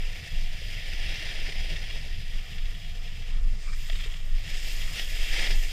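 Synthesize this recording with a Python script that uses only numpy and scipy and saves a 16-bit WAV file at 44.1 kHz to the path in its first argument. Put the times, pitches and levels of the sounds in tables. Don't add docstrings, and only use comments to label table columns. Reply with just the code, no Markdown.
import sys
import numpy as np
from scipy import signal
from scipy.io import wavfile

SR = 44100
rng = np.random.default_rng(int(sys.argv[2]) if len(sys.argv) > 2 else 0)


def generate_wav(signal):
    frames = np.transpose(np.atleast_2d(signal))
    scaled = np.clip(frames, -1, 1) * 32767
    pcm = np.round(scaled).astype(np.int16)
    wavfile.write(sys.argv[1], SR, pcm)


N = 252252

# f/Hz, width/Hz, level/dB
WHISTLE_BANDS = [(443.3, 12, -84), (486, 50, -76.5), (705.6, 66, -71.5), (989, 42, -78.5),
                 (1240, 460, -66.5)]
# t/s, gain/dB
WHISTLE_SWELL = [(0, 8.5), (1.8, -8), (2.9, 6), (3.6, 4), (5.7, 1)]
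# t/s, level/dB
BUFFET_LEVEL = [(0, -44), (3.3, -44.5), (4.0, -47), (5.72, -48)]
# t/s, level/dB
SHAKE_LEVEL = [(0.0, -26), (0.05, -23), (0.27, -43), (0.35, -23), (0.75, -34), (1.1, -23.5), (1.18, -38),
               (1.4, -26), (2.18, -31), (2.42, -24.5), (2.47, -39), (2.64, -21), (2.8, -38.5),
               (2.95, -30.5), (3.22, -33), (3.31, -21.5), (3.53, -18.5), (3.58, -35.5), (3.71, -19),
               (3.84, -31.5), (3.92, -24), (4.19, -31), (4.37, -19), (4.49, -41.5), (4.52, -27),
               (5.16, -27.5), (5.21, -23), (5.45, -29), (5.53, -18), (5.72, -27.5)]
# f/Hz, relative spectral density/dB
BUFFET_SPECTRUM = [(12, -37), (30, -14), (45, -13), (60, -4.5), (100, -10), (132, -22), (162, -16.5),
                   (200, -32.5), (320, -42.5), (600, -91)]
JOLT_SPECTRUM = [(10, 7.5), (18, -0.5), (30, -1.5), (40, -6), (55, -17)]
# middle t/s, level/dB, half length/s
CREAKS = [(3.692, -45, 0.03), (3.738, -47, .01)]
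# f/Hz, width/Hz, relative level/dB
BINDING_MODES = [(1265, 130, -2.5), (1550, 63, -1), (2355, 64, -2)]
# t/s, crack level/dB, thud level/dB, thud f/Hz, crumbling time/s
LUMP_STRIKES = [(0.617, -46, -47, 497, 0.0033), (1.289, -37.5, -52, 506, 0.0027),
                (1.489, -38, -42, 399.7, 0.0035), (1.52, -36, -51, 513, 0.0028),
                (1.759, -38.5, -58, 416, 0.0053), (1.90, -39, -64, 500, 0.004),
                (2.58, -39, -60, 400, 0.0036), (2.65, -44.5, -59, 400, 0.0074),
                (3.075, -44.5, -63, 400, 0.0043), (3.221, -45.5, -71, 500, 0.0027),
                (3.897, -33.5, -42.5, 660, 0.0024), (3.929, -41, -50, 410, 0.0023),
                (3.953, -38.5, -54, 460, 0.0034), (3.996, -40, -63, 424, 0.0069),
                (4.034, -41, -53, 590, 0.0062), (4.059, -53, -45, 430, 0.0016),
                (4.139, -44, -58.5, 627.5, 0.0024), (4.549, -49, -53, 426, 0.0034),
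                (4.811, -41.5, -61, 500, 0.0077), (4.994, -28.5, -48, 710, 0.002),
                (5.427, -31.5, -62, 450, 0.0031), (5.466, -30.5, -49, 480, 0.0039),
                (5.502, -36, -56, 450, 0.01)]
# t/s, spray level/dB, finest powder level/dB
THROWN_LEVELS = [(0, -61, -63), (1.1, -62, -62), (2.05, -63.5, -65.5), (2.8, -63.5, -65),
                 (3.57, -65.5, -71.5), (3.63, -60, -70), (3.74, -56, -68), (3.77, -59, -59.5),
                 (3.95, -55, -61.5), (4.27, -62.5, -66.5), (4.4, -62.5, -64.5), (4.61, -49, -57),
                 (4.66, -52.5, -53.5), (4.93, -50.5, -54), (5.0, -52, -51), (5.06, -51.5, -53.5),
                 (5.46, -49, -53.5), (5.58, -51.5, -53.5), (5.72, -52, -55)]
# f/Hz, relative spectral density/dB
SPRAY_SPECTRUM = [(4300, -33), (5500, -2), (7200, 2), (8600, 1), (10000, -31), (12000, -24), (14000, -34)]
POWDER_SPECTRUM = [(7500, -14), (9500, 0), (10700, -3), (12000, 1), (13400, -3), (15000, -4), (19000, -8)]
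# t/s, scrape level/dB, focus f/Hz, sizzle re scrape/dB, roar re scrape/dB
EDGE_GRIND = [(0, -44.5, 2500, -8.5, -13.5), (.5, -44.5, 2600, -8, -15), (1.2, -38, 2550, -9, -14),
              (1.55, -41, 2500, -7.5, -11.5), (1.9, -43, 2580, -7.5, -11.5),
              (2.25, -46.5, 2780, -8.5, -14.5), (3.33, -49.5, 2830, -9, -14.5),
              (3.42, -55.5, 2400, -6, -10.5), (3.73, -51, 2380, -3, -11), (3.82, -47, 2800, -7, -19),
              (4.03, -45, 2900, -11, -16.5), (4.27, -51, 2650, -9, -12), (4.40, -47, 2860, -8.5, -14.5),
              (4.48, -42, 2600, -8, -13.5), (4.62, -40, 2820, -6, -16), (4.73, -43, 2700, -3.5, -13),
              (4.93, -41.5, 2470, -8, -13.5), (4.99, -34, 2900, -4.5, -13.5), (5.05, -43, 2720, -7, -15),
              (5.25, -36, 2770, -9.5, -15.5), (5.305, -37.5, 2750, -10, -21), (5.32, -35.5, 2500, -7, -16),
              (5.39, -31, 2140, -9, -16), (5.47, -33.5, 2250, -6.5, -9.5), (5.492, -41, 2300, -8, -8),
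              (5.51, -33.5, 2300, -5, -10), (5.535, -39, 2270, -3, -6), (5.565, -43, 2400, -9, -15),
              (5.72, -40.5, 2450, -7.5, -14.5)]
# f/Hz, relative spectral density/dB
SCRAPE_SPECTRUM = [(850, -31), (1200, -16), (1540, -3.5), (1900, -1), (2750, -2.5), (3700, -3), (4200, -14),
                   (4800, -24)]
SIZZLE_SPECTRUM = [(3600, -13), (4200, 6), (4600, -4.5), (5000, 5), (5500, -4), (6200, -17.5),
                   (7000, -17.5), (9000, -13), (11000, -20.5)]
ROAR_SPECTRUM = [(120, -25), (200, -3.5), (333, -2), (374, -3), (576, -2), (717, -2), (1300, -13.5),
                 (1690, -22), (2860, -120)]
# f/Hz, width/Hz, gain/dB
CASE_RESPONSE = [(154, 31, 6.5), (429, 20, 3.5), (657, 200, 1.5), (965, 280, -3), (1346, 540, -2.5),
                 (1562, 203, -6), (1750, 120, 2.5), (1910, 184, 4), (2350, 84, 1.5), (2539, 130, -9.5),
                 (2630, 150, 3.5), (3310, 150, 4.5), (3540, 150, -0.5), (3730, 107, 4.5), (3904, 520, -6.5),
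                 (5038, 270, 7.5), (7060, 330, 4), (7790, 250, -4), (8900, 190, 0.5), (9750, 1000, -7.5),
                 (11000, 350, 1), (11400, 430, -1.5), (13500, 900, 5.5), (13900, 630, -3)]

GUST_SPREAD_DB, GUSTS_PER_S = 2.5, 8.0
POLE_HZ, POLE_WANDER_HZ = 21, 1.458
CUTOFF_HZ = 15320


def from_db(db):
    return 10 ** (np.asarray(db) / 20)


def unit_rms(x):
    return x / np.sqrt(np.mean(x ** 2) + 1e-20)


def in_time(rows):
    times, *columns = np.transpose(rows)
    return [np.interp(np.arange(N) / SR, times, column) for column in columns]


def drift(per_s):
    hop, settling = 40, 2000
    r = np.exp(-2 * np.pi * per_s * hop / SR)
    noise = rng.standard_normal(N // hop + settling + 2)
    slow = signal.lfilter([1], [1, -2 * r, r * r], noise)[settling:]
    return np.interp(np.arange(N) / hop, np.arange(len(slow)), unit_rms(slow))


def resonance(x, hz, width_hz):
    r = np.exp(-np.pi * width_hz / SR)
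    gain = (1 - r * r) / 2
    return signal.lfilter([gain, 0, -gain], [1, -2 * r * np.cos(2 * np.pi * hz / SR), r * r], x)


def coloured(sources, spectrum, flicker_db, focus_hz=3000, focus_db=0):
    hz, level_db = np.transpose(spectrum)
    octaves = np.log2(hz[-1] / hz[0])
    edges = hz[0] * 2 ** np.arange(0, octaves, 1 / 4)
    total, power = 0, 0
    for k, (low, high) in enumerate(zip(edges, edges[1:])):
        centre = np.sqrt(low * high)
        band = signal.sosfilt(signal.butter(2, [low, high], "band", fs=SR, output="sos"), sources[k % 2])
        lift_db = focus_db * np.exp(-(np.log2(centre / focus_hz) / 0.4) ** 2)
        density_db = np.interp(np.log(centre), np.log(hz), level_db) + lift_db
        gain = from_db(density_db) * np.sqrt(high - low)
        power += gain ** 2
        total += gain * unit_rms(band) * from_db(flicker_db * drift(17))
    return total / np.sqrt(power)


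def impulses(per_s, spread_db):
    size_db = spread_db * np.minimum(rng.exponential(1, (2, N)), 5)
    sizes = from_db(size_db) * rng.standard_normal((2, N))
    return sizes * (rng.random((2, N)) < per_s / SR)


def whistles():
    total = 0
    for hz, width_hz, level_db in WHISTLE_BANDS:
        gain = from_db(level_db + 4.5 * drift(2.1))
        band = resonance(rng.standard_normal(N), hz, width_hz)
        total += gain * unit_rms(resonance(band, hz, 2 * width_hz))
    return from_db(in_time(WHISTLE_SWELL)[0]) * total


def pole_shake():
    pole_hz = POLE_HZ + POLE_WANDER_HZ * drift(3.85)
    swing = np.sqrt(2) * np.sin(2 * np.pi * (np.cumsum(pole_hz) / SR + rng.random()))
    jolts = coloured(rng.standard_normal((2, N)), JOLT_SPECTRUM, flicker_db=3)
    return from_db(in_time(SHAKE_LEVEL)[0]) * (0.97 * swing + from_db(-5) * jolts)


def wind_buffet():
    eddies = coloured(rng.standard_normal((2, N)), BUFFET_SPECTRUM, flicker_db=0.5)
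    gust_db = GUST_SPREAD_DB * drift(GUSTS_PER_S)
    return from_db(in_time(BUFFET_LEVEL)[0] + gust_db) * eddies


def binding_creak():
    slips = impulses(1500, spread_db=1)[0]
    ringing = sum(from_db(db) * resonance(resonance(slips, hz, width_hz), hz, 3 * width_hz)
                  for hz, width_hz, db in BINDING_MODES)
    t = np.arange(N) / SR
    envelope = sum(from_db(db) * np.exp(-((t - middle_s) / half_s) ** 2)
                   for middle_s, db, half_s in CREAKS)
    return envelope * unit_rms(ringing)


def lump_impacts():
    cracks, thuds = np.zeros(N), np.zeros(N)
    age = np.arange(SR // 15) / SR
    shards = rng.choice([-1, 1], (len(LUMP_STRIKES), len(age)))
    for (start_s, crack_db, thud_db, thud_hz, crumble_s), noise in zip(LUMP_STRIKES, shards):
        start = round(start_s * SR)
        span = slice(start, start + len(age))
        crack_envelope = age / crumble_s * np.exp(1 - age / crumble_s)
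        thud_envelope = age / 0.0015 * np.exp(1 - age / 0.0021)
        cracks[span] += from_db(crack_db) * crack_envelope * noise
        thuds[span] += from_db(thud_db) * thud_envelope * np.sin(2 * np.pi * thud_hz * age)
    band = signal.butter(3, [1600, 3900], "band", fs=SR, output="sos")
    noise_gain = np.std(signal.sosfilt(band, rng.standard_normal(SR)))
    return signal.sosfilt(band, cracks) / noise_gain + thuds


def thrown_snow():
    spray_db, powder_db = in_time(THROWN_LEVELS)
    spray = coloured(impulses(20000, spread_db=1), SPRAY_SPECTRUM, flicker_db=0.7)
    powder = coloured(impulses(20000, spread_db=1), POWDER_SPECTRUM, flicker_db=0.5)
    return from_db(spray_db) * spray + from_db(powder_db) * powder


def snowboard():
    scrape_db, focus_hz, sizzle_db, roar_db = in_time(EDGE_GRIND)
    judder_db = 0.5 * drift(18) + 0.73 * drift(27) + 0.54 * drift(150)
    fractures = impulses(9000, spread_db=-0.5)
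    scrape = coloured(fractures, SCRAPE_SPECTRUM, flicker_db=1.18, focus_hz=focus_hz, focus_db=5.5)
    sizzle = coloured(impulses(14000, spread_db=0.7), SIZZLE_SPECTRUM, flicker_db=0.8)
    roar = coloured(impulses(2500, spread_db=0.5), ROAR_SPECTRUM, flicker_db=2)
    grind = from_db(scrape_db) * (scrape + from_db(sizzle_db) * sizzle)
    through_board = from_db(scrape_db + roar_db + 1.65 * judder_db) * roar
    return from_db(judder_db) * (grind + thrown_snow()) + through_board


def scene():
    ride = snowboard() + lump_impacts() + binding_creak()
    return (ride + pole_shake() + wind_buffet() + whistles())[None]


def record(dry):
    for hz, width_hz, gain_db in CASE_RESPONSE:
        dry = dry + (from_db(gain_db) - 1) * resonance(dry, hz, width_hz)
    return signal.sosfilt(signal.ellip(12, 0.5, 50, CUTOFF_HZ, fs=SR, output="sos"), dry)


dry = scene()
out = record(dry)
generate_wav(out)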